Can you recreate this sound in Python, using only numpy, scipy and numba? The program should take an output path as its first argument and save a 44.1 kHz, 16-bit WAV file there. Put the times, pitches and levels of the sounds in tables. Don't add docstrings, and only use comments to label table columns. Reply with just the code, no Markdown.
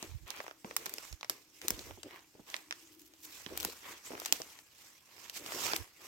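import sys
import numpy as np
from scipy import signal
from scipy.fft import rfft, irfft
from scipy.io import wavfile
from numba import njit

SR = 44100
rng = np.random.default_rng(int(sys.argv[2]) if len(sys.argv) > 2 else 0)


def generate_wav(signal):
    frames = np.transpose(np.atleast_2d(signal))
    scaled = np.clip(frames, -1, 1) * 32767
    pcm = np.round(scaled).astype(np.int16)
    wavfile.write(sys.argv[1], SR, pcm)


N = 267819
TIME = np.arange(N) / SR
TOP_HZ = 16200

# middle_s, length_s, leaf_level_db, scuff_level_db, left_minus_right_db
FOOT_SWINGS = [(0.026, .14, -56, -57.5, 2), (0.439, 0.083, -60, -61, 1), (1.05, .1, -53.5, -60.5, -3),
               (1.578, .05, -59.5, -80.5, -1), (2.14, .09, -71, -54, -1.5), (3.393, .17, -54.5, -61, -3),
               (3.66, .16, -49.5, -55, 1.5), (3.898, .1, -52.5, -51, 0.5), (4.269, .15, -52, -57, 4),
               (4.52, .13, -59, -61, 1.5), (4.849, .15, -59, -66, -0.5), (5.233, .17, -56.5, -58.5, -4),
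               (5.369, .035, -42, -62, -1.5), (5.539, .14, -45, -48.5, -1), (5.658, .11, -39, -42, -4.5),
               (6.058, .08, -55.5, -55, -0.5)]
# start_s, hold_s, leaf_level_db, scuff_level_db
LEAF_CRUSHES = [(0.254, .13, -62.5, -51), (0.637, 0.087, -59.5, -60.5), (0.767, .22, -53.5, -57),
                (1.288, .03, -55, -60), (1.607, 0.29, -52.5, -56), (2.459, .11, -54.5, -56.5),
                (2.727, .1, -60.5, -68.5), (3.226, .08, -57.5, -67.5), (3.464, .12, -78, -56),
                (4.025, .06, -52, -58.5), (4.102, .08, -63, -56.5), (4.33, .025, -47, -57.5),
                (5.724, 0.032, -48.5, -50.5)]
# start_s, hold_s, level_db
SOIL_TREADS = [(0.024, 0.022, -56), (0.646, 0.074, -57.5), (0.763, .22, -56), (1.295, 0.067, -61),
               (1.615, 0.29, -51.5), (2.026, 0.045, -55), (2.338, 0.07, -62), (3.49, 0.2, -53),
               (4.095, 0.081, -50.5), (4.202, 0.23, -59), (5.384, 0.077, -53.5), (5.517, 0.27, -51.5)]
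# frequency_hz, relative_level_db
LEAF_COLOUR = [(1200, -2), (2500, 7), (4000, 3.5), (7500, 5.5), (12500, -1), (16000, -4)]
# frequency_hz, relative_level_db
SCUFF_COLOUR = [(250, -14.5), (650, -7.5), (1050, 1.5), (1500, -5), (2200, -1), (3300, -6.5), (6000, -23)]
# frequency_hz, relative_level_db
SOIL_COLOUR = [(25, -33), (70, -6.5), (190, -9), (310, 4.5), (480, 1.5), (750, -10.5), (1500, -60)]
# frequency_hz, relative_level_db
AIR_COLOUR = [(25, -9), (80, 2), (200, -6.5), (1200, -10.5), (16000, -22)]
# time_s, level_db
DRONE_LEVELS = [(2.6, -74), (2.8, -67), (3.05, -63.5), (3.18, -74.5), (3.29, -63), (3.45, -82)]
# frequency_hz, correlation (no unit)
PORT_LIKENESS = [(60, 0.43), (290, 0.98), (1400, 0.29), (3100, 0.13), (6800, 0.25), (14000, 1)]
# start_s, level_db (over 1 ms, before a trim), pitch_hz, left_minus_right_db
TWIG_SNAPS = [(0.0269, -31, 3670, 5), (0.3046, -29, 5000, -13), (0.7651, -18.5, 6700, -3),
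              (0.7677, -25, 6270, 2.5), (0.8586, -30, 7690, -5), (0.863, -27.5, 2600, 3),
              (0.8947, -34, 7500, -1.5), (0.9385, -29.5, 5560, 7), (1.23, -30.5, 1720, -3),
              (1.246, -34.5, 2580, 4), (1.2969, -19.5, 4650, 0), (1.6822, -18.5, 8450, 4),
              (1.705, -19.5, 6540, 2.5), (2.032, -34.5, 3600, 6), (2.5422, -23.5, 1840, -5.5),
              (2.7096, -27, 2560, -2.5), (2.725, -28.5, 2780, 0.5), (3.4627, -31.5, 1980, -14),
              (3.5751, -25, 6660, 1), (3.6014, -30, 6370, 2), (3.607, -30.5, 11610, 12),
              (3.6297, -29, 8000, 11), (3.649, -21, 8000, 4), (4.1993, -32, 5660, -1),
              (4.2588, -24.5, 5140, 4), (4.3247, -11.5, 7550, -1.5), (5.2975, -32, 4100, 0),
              (5.7341, -19.5, 1950, 2), (5.7601, -29, 2980, 7), (5.7632, -23.5, 5890, 0)]
# start_s, peak_db, ring_hz
GROUND_KNOCKS = [(.027, -36.5, 352), (.646, -34, 258), (1.297, -41.5, 370), (1.704, -34.5, 272),
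                 (1.974, -43.5, 373), (2.351, -46.5, 274), (2.394, -44, 166), (3.462, -39.5, 274),
                 (3.648, -33.5, 345), (4.104, -36, 410), (4.133, -37, 370), (4.323, -35.5, 354),
                 (4.401, -35, 456), (5.733, -29, 380)]
# middle_s, peak_db (before a trim), length_s
AIR_BUMPS = [(0.117, -35.5, 0.027), (0.155, -31.5, 0.011), (0.233, -42.5, 0.02), (1.13, -35.5, 0.012),
             (1.737, -39, 0.015), (1.876, -44, 0.073), (3.589, -47.5, 0.1), (5.814, -36, 0.012)]
# frequency_hz, relative_level_db
BUMP_COLOUR = [(30, -11), (85, 3), (130, -9), (400, -61)]
# start_s, level_db (over 1 ms)
WOOD_POPS = [(.403, -29.5), (.442, -42.5), (.4653, -37.5), (.4804, -34.5), (.497, -47), (.511, -38),
             (.6459, -35.5), (.71, -34), (1.909, -37.5), (4.118, -38.5), (4.133, -43.5), (4.152, -36),
             (4.178, -39), (4.218, -35), (5.521, -30.5)]
# start_s, level_db (over 1 ms)
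STALK_TICKS = [(.983, -32.5), (1.127, -38.5), (1.2105, -41), (1.616, -36.5), (1.792, -36.5), (2.501, -41),
               (2.565, -34), (3.137, -50), (4.25, -34), (4.2617, -30.5), (4.418, -32.5), (4.589, -43.5),
               (5.462, -34.5)]
# middle_s, length_s, level_db
STEM_SWISHES = [(2.933, 0.025, -59.5), (3.005, 0.027, -57), (3.068, 0.017, -55), (3.243, 0.027, -50),
                (3.332, 0.12, -60), (4.246, 0.055, -56), (5.69, 0.032, -54)]
# frequency_hz, relative_level_db
SWISH_COLOUR = [(2000, -5.5), (15000, -5.5)]

ATTACK_S, SAG_DB_PER_S = .027, 15
LEAVES_SETTLE_DB_PER_S, SOIL_SETTLE_DB_PER_S = 120.5, 260
STIR_LEAF_DB, STIR_SCUFF_DB = -68.5, -81
SCUFF_TO_SOIL_DB = -11
SWELL_POWER = 1.6


def undb(db):
    return 10 ** (np.asarray(db) / 20)


def unit(x):
    return x / np.sqrt(np.mean(x ** 2))


def freqs(x):
    return np.fft.rfftfreq(x.shape[-1], 1 / SR) + 1


def along(points, hz):
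    table_hz, value = np.transpose(points)
    return np.interp(np.log(hz), np.log(table_hz), value)


def colour(x, points):
    gains = undb(along(points, freqs(x)))
    return irfft(rfft(x) * gains, x.shape[-1])


def ports(pair):
    likeness = np.clip(along(PORT_LIKENESS, freqs(pair)), -.98, .98)
    mid, side = rfft(pair) * np.sqrt([1 + likeness, 1 - likeness])
    return irfft(np.array([mid + side, mid - side]), pair.shape[-1])


def pan(db):
    gains = undb(np.array([[.5], [-.5]]) * db)
    return gains / np.sqrt(np.mean(gains ** 2, axis=0))


def butter(x, hz, kind, order=2):
    sections = signal.butter(order, min(hz, SR / 2 - 500), kind, fs=SR, output="sos")
    return signal.sosfilt(sections, x)


def ring(x, hz, width_hz):
    return signal.lfilter(*signal.iirpeak(hz, hz / width_hz, fs=SR), x)


@njit
def glide(x, hz, q):
    y, band, low = np.empty(len(x)), 0., 0.
    for i in range(len(x)):
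        g = np.tan(np.pi * hz[i] / SR)
        v = (band + g * (x[i] - low)) / (1 + g * (g + 1 / q))
        band, low, y[i] = 2 * v - band, low + 2 * g * v, v / q
    return y


def wander(rate_hz):
    knots = rng.standard_normal(4096)
    return np.interp(TIME * rate_hz, np.arange(len(knots)), knots)


def add(out, start_s, sound):
    i = max(int(start_s * SR), 0)
    out[:, i:i + sound.shape[-1]] += sound[..., :N - i]


def crackle(spectrum, rate_hz, spread_db, smooth_db, flicker_db, flicker_hz):
    sizes = undb(spread_db * np.minimum(rng.exponential(size=N), 5))
    contacts = rng.random(N) < rate_hz / SR
    clicks = contacts * sizes * rng.standard_normal((2, N))
    grains = unit(clicks) + undb(smooth_db) * rng.standard_normal((2, N))
    flicker = undb(flicker_db * wander(flicker_hz))
    return unit(colour(ports(grains * flicker), spectrum))


def snap(hz, splinter_s=0.0026):
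    crack_s, scatter_s = 0.00077, 0.015
    splinter_db, scatter_db = -15, -30
    t = np.arange(4096) / SR
    splinters = ports(rng.standard_normal((2, len(t))))
    scatter = ports(rng.standard_normal((2, len(t))))
    crack = rng.standard_normal(len(t)) * np.exp(-t / crack_s)
    lag = int(SR * rng.uniform(0.00009, 0.00045))
    crack = rng.permutation([crack, np.roll(crack, lag)])
    fibres = undb(3 * rng.standard_normal(len(t) // 16)).repeat(16)
    burst = crack + undb(splinter_db) * splinters * fibres * np.exp(-t / splinter_s)
    burst = burst + undb(scatter_db) * scatter * np.exp(-t / scatter_s)
    dull_hz, thin_hz = hz * (0.96 + hz / 3500), 400 + hz / 24
    burst = butter(burst, dull_hz, "low")
    burst = butter(burst, thin_hz, "high", order=3)
    burst = butter(burst, TOP_HZ, "low", order=8)
    return burst / np.sqrt(np.sum(burst ** 2, axis=1, keepdims=True) / (SR / 1000))


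def swell(middle_s, length_s):
    return np.exp(-.5 * np.abs(2 * (TIME - middle_s) / length_s) ** SWELL_POWER)


def load(start_s, hold_s, settle_db_per_s):
    age = np.maximum(TIME - start_s, 0)
    settling = settle_db_per_s * np.maximum(age - hold_s, 0)
    return np.minimum(age / ATTACK_S, 1) * undb(-SAG_DB_PER_S * age - settling)


def footwork():
    moves = [(swell(s, length), *rest) for s, length, *rest in FOOT_SWINGS]
    moves += [(load(s, hold, LEAVES_SETTLE_DB_PER_S), *rest, 0) for s, hold, *rest in LEAF_CRUSHES]
    leaf, scuff = undb(STIR_LEAF_DB) ** 2, undb(STIR_SCUFF_DB) ** 2
    for shape, leaf_db, scuff_db, pan_db in moves:
        power = (shape * pan(pan_db)) ** 2
        leaf = leaf + power * undb(leaf_db) ** 2
        scuff = scuff + power * undb(scuff_db) ** 2
    soil = sum((load(s, hold, SOIL_SETTLE_DB_PER_S) * undb(db)) ** 2 for s, hold, db in SOIL_TREADS)
    soil = soil + scuff.mean(axis=0) * undb(SCUFF_TO_SOIL_DB) ** 2
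    return np.sqrt(leaf), np.sqrt(scuff), np.sqrt(soil)


def shifting(x, depth=0.79, rate_hz=28, glide_octaves=0.17, q=13, count=9):
    out = x
    for hz in np.geomspace(1200, 9000, count):
        centre = np.minimum(hz * 2 ** (glide_octaves * wander(rate_hz)), TOP_HZ)
        resonance = np.array([glide(channel, centre, float(q)) for channel in x])
        out = out + depth * wander(rate_hz) * resonance
    return out


def stalks(rustle_db, weight, above_db=2.0, range_db=6, count=400):
    out, work = np.zeros((2, N)), np.cumsum(weight ** .6)
    for share, size, thinness in rng.random((count, 3)):
        i = np.searchsorted(work, share * work[-1])
        hz = 900 * 8 ** (thinness ** 1.5)
        level_db = rustle_db[i] + above_db + range_db * size ** 2
        add(out, i / SR, snap(hz, splinter_s=0.00047) * undb(level_db))
    return out


def litter():
    leaf_work, scuff_work, soil_work = footwork()
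    leaves = leaf_work * crackle(LEAF_COLOUR, rate_hz=2700, spread_db=0.5, smooth_db=3.0,
                                 flicker_db=2.0, flicker_hz=120)
    scuff = scuff_work * crackle(SCUFF_COLOUR, rate_hz=570, spread_db=2.0, smooth_db=0.5,
                                 flicker_db=1.5, flicker_hz=110)
    soil = soil_work * crackle(SOIL_COLOUR, rate_hz=660, spread_db=-1.5, smooth_db=-1,
                               flicker_db=4.0, flicker_hz=63)
    rustle = np.maximum(leaf_work * undb(-4), scuff_work)
    both = rustle.mean(axis=0)
    ticking = stalks(20 * np.log10(both), soil_work) * rustle / both
    return shifting(leaves + scuff) + ticking + soil


def forest(air_db=-72, drone_hz=316, pass_width_hz=65):
    air = unit(colour(ports(rng.standard_normal((2, N))), AIR_COLOUR))
    drone = ring(ports(rng.standard_normal((2, N))), drone_hz, pass_width_hz)
    drone = ring(drone, drone_hz, pass_width_hz)
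    drone_level = undb(np.interp(TIME, *np.transpose(DRONE_LEVELS)))
    return undb(air_db) * air + unit(drone) * drone_level * pan(4.1)


def twigs(trim_db=-1):
    out = np.zeros((2, N))
    for s, db, hz, pan_db in TWIG_SNAPS:
        add(out, s, snap(hz) * undb(db + trim_db) * pan(pan_db))
    return out


def thuds(decay_s=0.0096, width_hz=230, top_hz=1000):
    out, t = np.zeros((2, N)), np.arange(4096) / SR
    for s, db, hz in GROUND_KNOCKS:
        push = ports(rng.standard_normal((2, len(t)))) * np.exp(-t / decay_s)
        knock = butter(ring(push, hz, width_hz), top_hz, "low")
        add(out, s, knock * undb(db) / np.abs(knock).max())
    return out


def trunks(x, t60_s=0.29, wet_db=-21, top_hz=7000):
    t = np.arange(SR // 2) / SR
    echoes = rng.standard_normal((2, len(t))) * undb(-60 * t / t60_s) * (1 - np.exp(-t / 0.0011))
    echoes = butter(echoes, top_hz, "low", order=1)
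    echoes = echoes / np.sqrt(np.sum(echoes ** 2) / 2)
    return undb(wet_db) * signal.fftconvolve(x, echoes, axes=1)[:, :N]


def puffs(trim_db=-1, left_db=-18):
    out, t = np.zeros((2, N)), np.arange(SR // 2) / SR
    for s, db, length in AIR_BUMPS:
        lead = min(s, t[-1] / 2)
        bell = np.exp(-.5 * ((t - lead) / length) ** 2)
        eddy = colour(rng.standard_normal((2, len(t))), BUMP_COLOUR) * bell
        peak = np.abs(eddy).max(axis=1, keepdims=True)
        add(out, s - lead, eddy * undb(db + trim_db) / peak)
    return out * undb([[left_db], [0]])


def small_breaks(rows, hz, spread_octaves=.1):
    out = np.zeros((2, N))
    for (s, db), (pitch, place) in zip(rows, rng.standard_normal((len(rows), 2))):
        burst = snap(hz * 2 ** (spread_octaves * pitch))
        add(out, s, burst * undb(db) * pan(2 * place))
    return out


def pops():
    return small_breaks(WOOD_POPS, hz=1100)


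def ticks():
    return small_breaks(STALK_TICKS, hz=3500)


def swishes():
    speed = sum(swell(s, length) * undb(db) for s, length, db in STEM_SWISHES)
    grain = crackle(SWISH_COLOUR, rate_hz=6000, spread_db=-3.0, smooth_db=6,
                    flicker_db=5.5, flicker_hz=220)
    return speed * butter(grain, 2200, "high")


def scene():
    breaks = twigs() + thuds() + pops() + ticks()
    return litter() + forest() + breaks + trunks(breaks) + puffs() + swishes()


def record(dry):
    left = dry[0] + undb(-4.0) * ring(dry[0], 12400, 2100)
    right = dry[1] + undb(-1.5) * ring(dry[1], 5600, 1900) + .5 * ring(dry[1], 13200, 1700)
    both = np.array([left, right])
    both = both - undb(-5.5) * ring(both, 9800, 1950)
    both = butter(both, 30, "high")
    return signal.sosfilt(signal.ellip(10, .2, 80, TOP_HZ, fs=SR, output="sos"), both)


dry = scene()
out = record(dry)
generate_wav(out)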